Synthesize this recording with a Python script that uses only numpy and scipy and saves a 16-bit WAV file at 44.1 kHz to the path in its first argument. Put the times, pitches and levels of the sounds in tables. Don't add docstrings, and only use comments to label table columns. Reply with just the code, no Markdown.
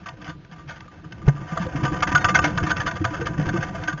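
import sys
import numpy as np
from scipy import signal
from scipy.fft import rfft, irfft, next_fast_len
from scipy.io import wavfile
from scipy.ndimage import uniform_filter1d, map_coordinates

SR = 44100
rng = np.random.default_rng(int(sys.argv[2]) if len(sys.argv) > 2 else 0)


def natural_amplitude(level_db):
    exponent = np.asarray(level_db, float) / 20
    return 10 ** exponent


def put_to_file(sound):
    columns = np.atleast_2d(sound).T
    safe = np.clip(columns, -1, 1)
    whole_steps = np.round(safe * 32767)
    wavfile.write(sys.argv[1], SR, whole_steps.astype(np.int16))


N = 176400
RATE_HZ = 8000
LID_HZ, LID_WIDTH_HZ = 1192, 22


def unit(x):
    return x / np.sqrt(np.mean(x ** 2) + 1e-20)


def peak_unit(x):
    return x / np.abs(x).max()


def add_at(out, time_s, sound):
    out[round(time_s * SR):][:len(sound)] += sound


def along(points, hz):
    f, v = np.transpose(points)
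    return np.interp(np.log(hz + 1), np.log(f + 1), v)


def wobble(rate):
    knots = rng.standard_normal(int(N * rate / SR) + 4)
    return 2 * np.tanh(.5 * map_coordinates(knots, [np.arange(N) * rate / SR]))


def filtered(x, response):
    m = next_fast_len(len(x) + SR // 2)
    return irfft(rfft(x, m) * response(np.fft.rfftfreq(m, 1 / SR)), m)[:len(x)]


def modes(table, spread_db=0):
    luck = rng.standard_normal(len(table))

    def response(f):
        total = 0
        for k, (centre, width, db) in enumerate(table):
            gain = (-1) ** k * natural_amplitude(db + spread_db * luck[k])
            total = total + gain * 1j * f * width / (centre * centre - f * f + 1j * f * width)
        return total
    return response


def soft(response):
    SOFT_HZ = 470
    return lambda f: response(f) / (1 + 1j * f / SOFT_HZ) ** 2


def patchy(x, depth_db):
    z = signal.stft(x, nperseg=512)[2]
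    field = uniform_filter1d(rng.standard_normal(z.shape), size=4, axis=0)
    field = uniform_filter1d(field, size=5, axis=1)
    return signal.istft(z * natural_amplitude(depth_db * unit(field)), nperseg=512)[1][:N]


# (frequency [Hz], width [Hz], level [dB])
HOLLOW = [(81.3, 46, 8), (110.2, 34.5, 11), (164.2, 61, 12.5), (187.4, 97, 2), (296, 38.5, 4.5),
          (346.6, 27, -3.5)]


def hollow(spread_db=0):
    return modes(HOLLOW, spread_db)


# (frequency [Hz], width [Hz], level [dB])
WALLS = [(511.4, 49, -5), (668.3, 15.5, 0.5), (731.4, 25, -1.5), (926, 52, -3), (995, 9.7, 0),
         (1454, 22, -1.5), (1529, 40, -1.5), (1718, 134, -5), (1867.5, 39.6, -6.5), (2124, 66, -7.5),
         (2660, 60, -16.5), (2985, 128, -13), (3363, 120, -19.5), (3565, 72, -18)]
# (frequency [Hz], level [dB])
BETWEEN = [(200, -27), (600, -15.5), (1500, -13), (2500, -19), (3900, -35)]


def box(x, lid_db, spread_db, tilt, spot_hz=LID_HZ, spot_db=0):
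    SPOT_OCTAVES = 0.12
    walls = modes(WALLS, spread_db)
    lid = modes([(LID_HZ, LID_WIDTH_HZ, lid_db)])

    def response(f):
        octaves = np.log2((f + 1) / spot_hz)
        spot = natural_amplitude(spot_db * np.exp(-(octaves / SPOT_OCTAVES) ** 2))
        wood = (walls(f) + natural_amplitude(along(BETWEEN, f))) * spot
        hardness = (np.clip(f, 300, RATE_HZ / 2) / LID_HZ) ** tilt
        return (wood + lid(f)) * hardness
    return filtered(x, response)


# (time [s], rustle level [dB], rumble level [dB])
SCRAMBLE = [(0, -46.5, -43), (.39, -56, -46), (0.999, -52, -46.5), (1.251, -45, -37), (1.45, -42, -39.5),
            (1.729, -40, -33), (2.259, -32, -29), (2.551, -33.5, -28.5), (2.801, -36, -34),
            (3.087, -38, -37.5), (3.44, -34, -30), (4, -40.5, -39)]


def scramble():
    s, rustle_db, rumble_db = np.transpose(SCRAMBLE)
    t = np.arange(N) / SR
    clumps = natural_amplitude(3 * wobble(25) + 3 * wobble(70) + 4 * wobble(500))
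    straw = patchy(clumps * rng.standard_normal(N), depth_db=2.0)
    rustle = unit(box(straw, 0.88, 0, tilt=-0.2))

    lumps = natural_amplitude(1.5 * wobble(14) + 2.5 * wobble(50))
    cavity = hollow()
    with_wind = soft(lambda f: cavity(f) + natural_amplitude(-11) / (1 + (f / 60) ** 2))
    rumble = unit(filtered(lumps * rng.standard_normal(N), with_wind))
    rustle_gain = natural_amplitude(np.interp(t, s, rustle_db) - 0.5)
    rumble_gain = natural_amplitude(np.interp(t, s, rumble_db) + 1.5)
    return rustle_gain * rustle + rumble_gain * rumble


def peep():
    START_S, LENGTH_S, PITCH_HZ, LEVEL_DB = 2.193, .047, 3620, -43
    u = np.clip((np.arange(N) / SR - START_S) / LENGTH_S, 0, 1)
    hz = PITCH_HZ + 150 * np.exp(-((u - .4) / 0.15) ** 2)
    swell = np.sqrt(np.abs(np.sin(np.pi * u)))
    dip = 1 - 0.49 * np.exp(-((u - .35) / 0.059) ** 2)
    return natural_amplitude(LEVEL_DB) * swell * dip * np.sin(2 * np.pi * np.cumsum(hz) / SR)


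def brush(length_s, lid_ring_db, spot_hz=LID_HZ, spot_db=0):
    ATTACK, GRAIN_DB, LID_DB, COLOUR_DB, TILT = 0.15, 2.5, 4, 2.5, 0.47
    t = np.arange(SR // 5) / SR
    u = t / max(length_s, .003)
    grain = uniform_filter1d(rng.standard_normal(len(t)), size=60) * np.sqrt(60)
    envelope = (1 - np.exp(-u / ATTACK)) * np.exp(-u ** 2)
    force = envelope * natural_amplitude(GRAIN_DB * grain) * rng.standard_normal(len(t))
    return peak_unit(box(force, LID_DB + lid_ring_db, COLOUR_DB, TILT, spot_hz, spot_db))


# (time [s], peak level [dB], length [s], lid ring [dB])
SHUFFLES = [(0.057, -25.5, 0.02, 10.5), (0.085, -26, 0.0061, -1.5), (0.211, -32, 0.018, -5),
            (0.247, -29, 0.045, 0.5), (0.272, -30.5, 0.045, 10.5), (0.293, -30, 0.01, -10),
            (0.51, -37, 0.027, 4.5), (0.559, -40.5, 0.011, 10), (0.577, -35, 0.039, 7.5),
            (0.673, -27, 0.057, -4), (0.689, -32, 0.027, -6), (0.751, -34, 0.033, 2),
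            (0.796, -42, 0.026, 21), (0.879, -37, 0.0054, 37.5), (1.039, -37.5, 0.026, 12),
            (1.214, -36, 0.018, 11), (1.362, -34.5, 0.016, 19.5)]


def shuffles():
    out = np.zeros(N + SR)
    for s, db, length_s, lid_ring_db in SHUFFLES:
        add_at(out, s, natural_amplitude(db) * brush(length_s, lid_ring_db))
    return out[:N]


# (time [s], peak level [dB])
TICKS = [(.0645, -35), (.244, -31), (.447, -41.5), (.805, -30.5), (1.121, -28.5), (1.266, -32.5),
         (1.281, -15.5), (1.623, -29.5), (1.665, -33), (1.851, -27), (2.004, -26), (2.218, -39),
         (2.244, -6.5), (2.707, -24.5), (2.767, -19.5), (2.969, -26.5), (3.425, -31), (3.489, -28),
         (3.835, -22)]


def claws():
    TICK_S = .003
    out, t = np.zeros(N + SR), np.arange(SR // 5) / SR
    for s, db in TICKS:
        force = np.exp(-t / TICK_S) * rng.standard_normal(len(t))
        add_at(out, s, natural_amplitude(db) * peak_unit(box(force, -0.91, 0.74, tilt=1)))
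    return out[:N]


# (time [s], peak level [dB], pitch [Hz], decay time t60 [s])
THUMPS = [(0.287, -24.5, 163, 0.08), (0.52, -35, 159, 0.34), (0.669, -34.5, 145, 0.18),
          (1.046, -27, 157.3, 0.14), (1.344, -23, 140, 0.22), (1.524, -20, 156.3, 0.14),
          (1.602, -17.5, 179.6, 0.14), (1.654, -20.5, 161, 0.12), (1.754, -16.5, 148, 0.11),
          (1.832, -11, 135.6, 0.14), (2.142, -15, 140, 0.11), (2.246, -15.5, 99.6, 0.14),
          (2.626, -18.5, 88.7, 0.12), (2.709, -24, 172, 0.095), (3.006, -17, 92, 0.23),
          (3.051, -17, 118.7, 0.17), (3.212, -22, 124.6, 0.2), (3.39, -13.5, 153, 0.18),
          (3.538, -13.5, 181.5, 0.12), (3.586, -14.5, 155, 0.09), (3.702, -23, 178, 0.21),
          (3.937, -20, 148.5, 0.14)]
# (time [s], peak level [dB], pitch [Hz], decay time t60 [s])
KNOCKS = [(1.571, -23, 661, 0.14), (1.666, -22.5, 514, 0.063), (1.748, -22, 282, 0.1),
          (1.821, -20.5, 306, 0.086), (1.92, -16.5, 308, 0.062), (2.118, -17.5, 284.6, 0.075),
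          (2.241, -25.5, 708, 0.12), (2.347, -32, 668, 0.049), (2.438, -16.5, 300, 0.21),
          (2.505, -30, 307, 0.22), (2.637, -20, 314, 0.15), (3.015, -16, 310, 0.099),
          (3.049, -28.5, 665, 0.16), (3.111, -24, 304, 0.19), (3.195, -23.5, 334, 0.15),
          (3.215, -21.5, 469, 0.11), (3.389, -19.5, 293, 0.13), (3.54, -16, 340, 0.17),
          (3.747, -24.5, 663, 0.058), (3.887, -29, 315, 0.19)]


def thumps():
    LAG_S, PUSH_S, SHAKE = -0.0022, 0.0038, .5
    out, t = np.zeros(N + SR), np.arange(SR // 3) / SR
    for s, db, hz, t60 in THUMPS + KNOCKS:
        decay = natural_amplitude(-60 * t / max(t60, .03))
        ring = np.sin(2 * np.pi * hz * t) * decay * (1 - np.exp(-t / 0.003))
        push = t * np.exp(-t / PUSH_S) * rng.standard_normal(len(t))
        shake = filtered(push, soft(hollow(8.1)))
        both = peak_unit(ring) + SHAKE * peak_unit(shake)
        add_at(out, s + LAG_S, natural_amplitude(db - 3.5) * both)
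    return out[:N]


def landing():
    LAND_S, FLOOR_HZ, FLOOR_DB, FLOOR_T60_S = 1.2795, 141, 2.5, 0.092
    HEAVE_DB, HEAVE_S, RATTLE_DB, RATTLE_S = -19, 0.015, -27, 0.013
    t = np.arange(N) / SR - LAND_S
    heave = natural_amplitude(HEAVE_DB) * np.exp(-(t / HEAVE_S) ** 2) * np.cos(2 * np.pi * 45 * t)
    rough = natural_amplitude(5 * wobble(300)) * rng.standard_normal(N)
    rattle = unit(box(rough, -8.5, 2, tilt=-1.1)) * np.exp(-((t - .008) / RATTLE_S) ** 2)
    after = np.maximum(t, 0)
    floor = np.sin(2 * np.pi * FLOOR_HZ * after) * natural_amplitude(FLOOR_DB - 60 * after / FLOOR_T60_S)
    return heave + natural_amplitude(RATTLE_DB) * rattle + floor


# (time [s], peak level [dB], length [s], lid ring [dB], struck spot [Hz])
SLAPS = [(1.469, -32.5, 0.046, 3.5, 990), (1.51, -29.5, 0.03, 8, 1217), (1.574, -14, 0.011, 18, 1090),
         (1.593, -28.5, 0.039, -5, 937), (1.613, -24.5, 0.026, 8.5, 997), (1.667, -30.5, 0.0083, 16.5, 690),
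         (1.736, -49, 0.011, 12.5, 1180), (1.758, -23.5, 0.026, 7, 1090), (1.794, -28.5, 0.029, 9.5, 915),
         (1.833, -20.5, 0.031, 7, 938), (1.851, -15, 0.017, -0.5, 1170), (1.877, -21, 0.016, 10, 1130),
         (1.919, -24.5, 0.024, 8.5, 680), (1.964, -24, 0.018, 17.5, 1150), (2.027, -6.5, 0.012, 7, 1157),
         (2.073, -14, 0.018, 5.5, 2020), (2.091, -23.5, 0.01, -6, 940), (2.12, -14.5, 0.013, 1, 1950),
         (2.152, -3.5, 0.0087, 8, 1500), (2.177, -16, 0.012, 4.5, 1185), (2.245, -9, 0.017, 7.5, 1190),
         (2.286, -9, 0.02, 8, 1226), (2.345, -1.5, 0.027, 0.5, 1527), (2.356, -13, 0.008, 4, 1636),
         (2.392, -4.5, 0.0053, 10, 1524), (2.415, -20.5, 0.029, -1, 1455), (2.442, -8, 0.019, -3.5, 782),
         (2.474, -21, 0.016, 4.5, 1247), (2.529, -34.5, 0.016, 8, 1240), (2.577, -12, 0.0096, 3.5, 1480),
         (2.603, -23, 0.0097, 10.5, 1480), (2.631, -20.5, 0.018, 11, 660), (2.666, -17.5, 0.018, 2, 1134),
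         (2.696, -16, 0.016, -3, 1465), (2.708, -9.5, 0.013, 0.5, 1460),
         (2.763, -19.5, 0.026, 3, 1410), (2.802, -16.5, 0.017, 3, 1736), (2.823, -29, 0.018, 10, 1126),
         (2.864, -16.5, 0.019, -8.5, 1560), (2.867, -14, 0.02, 5.5, 1217), (2.913, -18, 0.0098, 2, 665),
         (2.955, -23, 0.022, 5, 1136), (3.014, -32.5, 0.016, -5.5, 1150), (3.045, -13, 0.011, 9, 1234),
         (3.05, -14, 0.011, -14.5, 1544), (3.104, -28.5, 0.018, 3.5, 1007),
         (3.141, -22.5, 0.016, 9.5, 1230), (3.209, -21, 0.021, -1, 1550), (3.258, -14.5, 0.021, 6.5, 1185),
         (3.337, -33, 0.0053, 8.5, 1140), (3.38, -24.5, 0.016, 0, 1108), (3.459, -23.5, 0.013, 2, 1175),
         (3.49, -16.5, 0.01, 6, 1560), (3.54, -25.5, 0.0053, 8.5, 1540), (3.57, -23.5, 0.013, 10, 1490),
         (3.6, -26, 0.037, -4, 1540), (3.628, -16.5, 0.011, 6, 1624), (3.687, -31.5, 0.011, 1.5, 1230),
         (3.751, -24.5, 0.016, 7, 668), (3.776, -31, 0.023, 6.5, 1560), (3.833, -30.5, 0.027, 1, 1530),
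         (3.877, -12.5, 0.018, -0.5, 1534), (3.891, -24, 0.024, 4, 1130), (3.927, -21.5, 0.013, 2.5, 1570),
         (3.976, -28.5, 0.016, 4.5, 1550)]


def wings():
    LEAD_S, SPOT_DB = .004, 10
    out = np.zeros(N + SR)
    for s, db, length_s, lid_ring_db, spot_hz in SLAPS:
        add_at(out, s - LEAD_S, natural_amplitude(db) * brush(length_s, lid_ring_db, spot_hz, SPOT_DB))
    return out[:N]


def scene():
    return (scramble() + peep() + shuffles() + claws() + thumps() + landing() + wings())[None]


def overload(x):
    CEILING, HARDNESS = .5, 12
    return x / (1 + np.abs(x / CEILING) ** HARDNESS) ** (1 / HARDNESS)


# (frequency [Hz], level [dB])
BASE = [(2500, 0), (4000, -4)]
# (frequency [Hz], level [dB])
MIRROR = [(4000, -3.5), (6000, -13.5), (6800, -25), (7400, -35.5), (7900, -85)]


def low_rate(x):
    base = filtered(x, lambda f: f < RATE_HZ / 2)
    mirror = 2 * base * np.cos(2 * np.pi * RATE_HZ * np.arange(N) / SR)
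    kept = filtered(base, lambda f: natural_amplitude(along(BASE, f)))
    leaked = filtered(mirror, lambda f: natural_amplitude(along(MIRROR, f)) * (f < RATE_HZ))
    return kept + leaked


def top_cut(x):
    return signal.sosfilt(signal.butter(12, 7910, fs=SR, output="sos"), x)


def record(dry):
    HISS_DB = -54
    x = dry[0] + natural_amplitude(HISS_DB) * rng.standard_normal(N)
    mix = low_rate(overload(x))[None]
    return top_cut(mix)


dry = scene()
out = record(dry)
put_to_file(out)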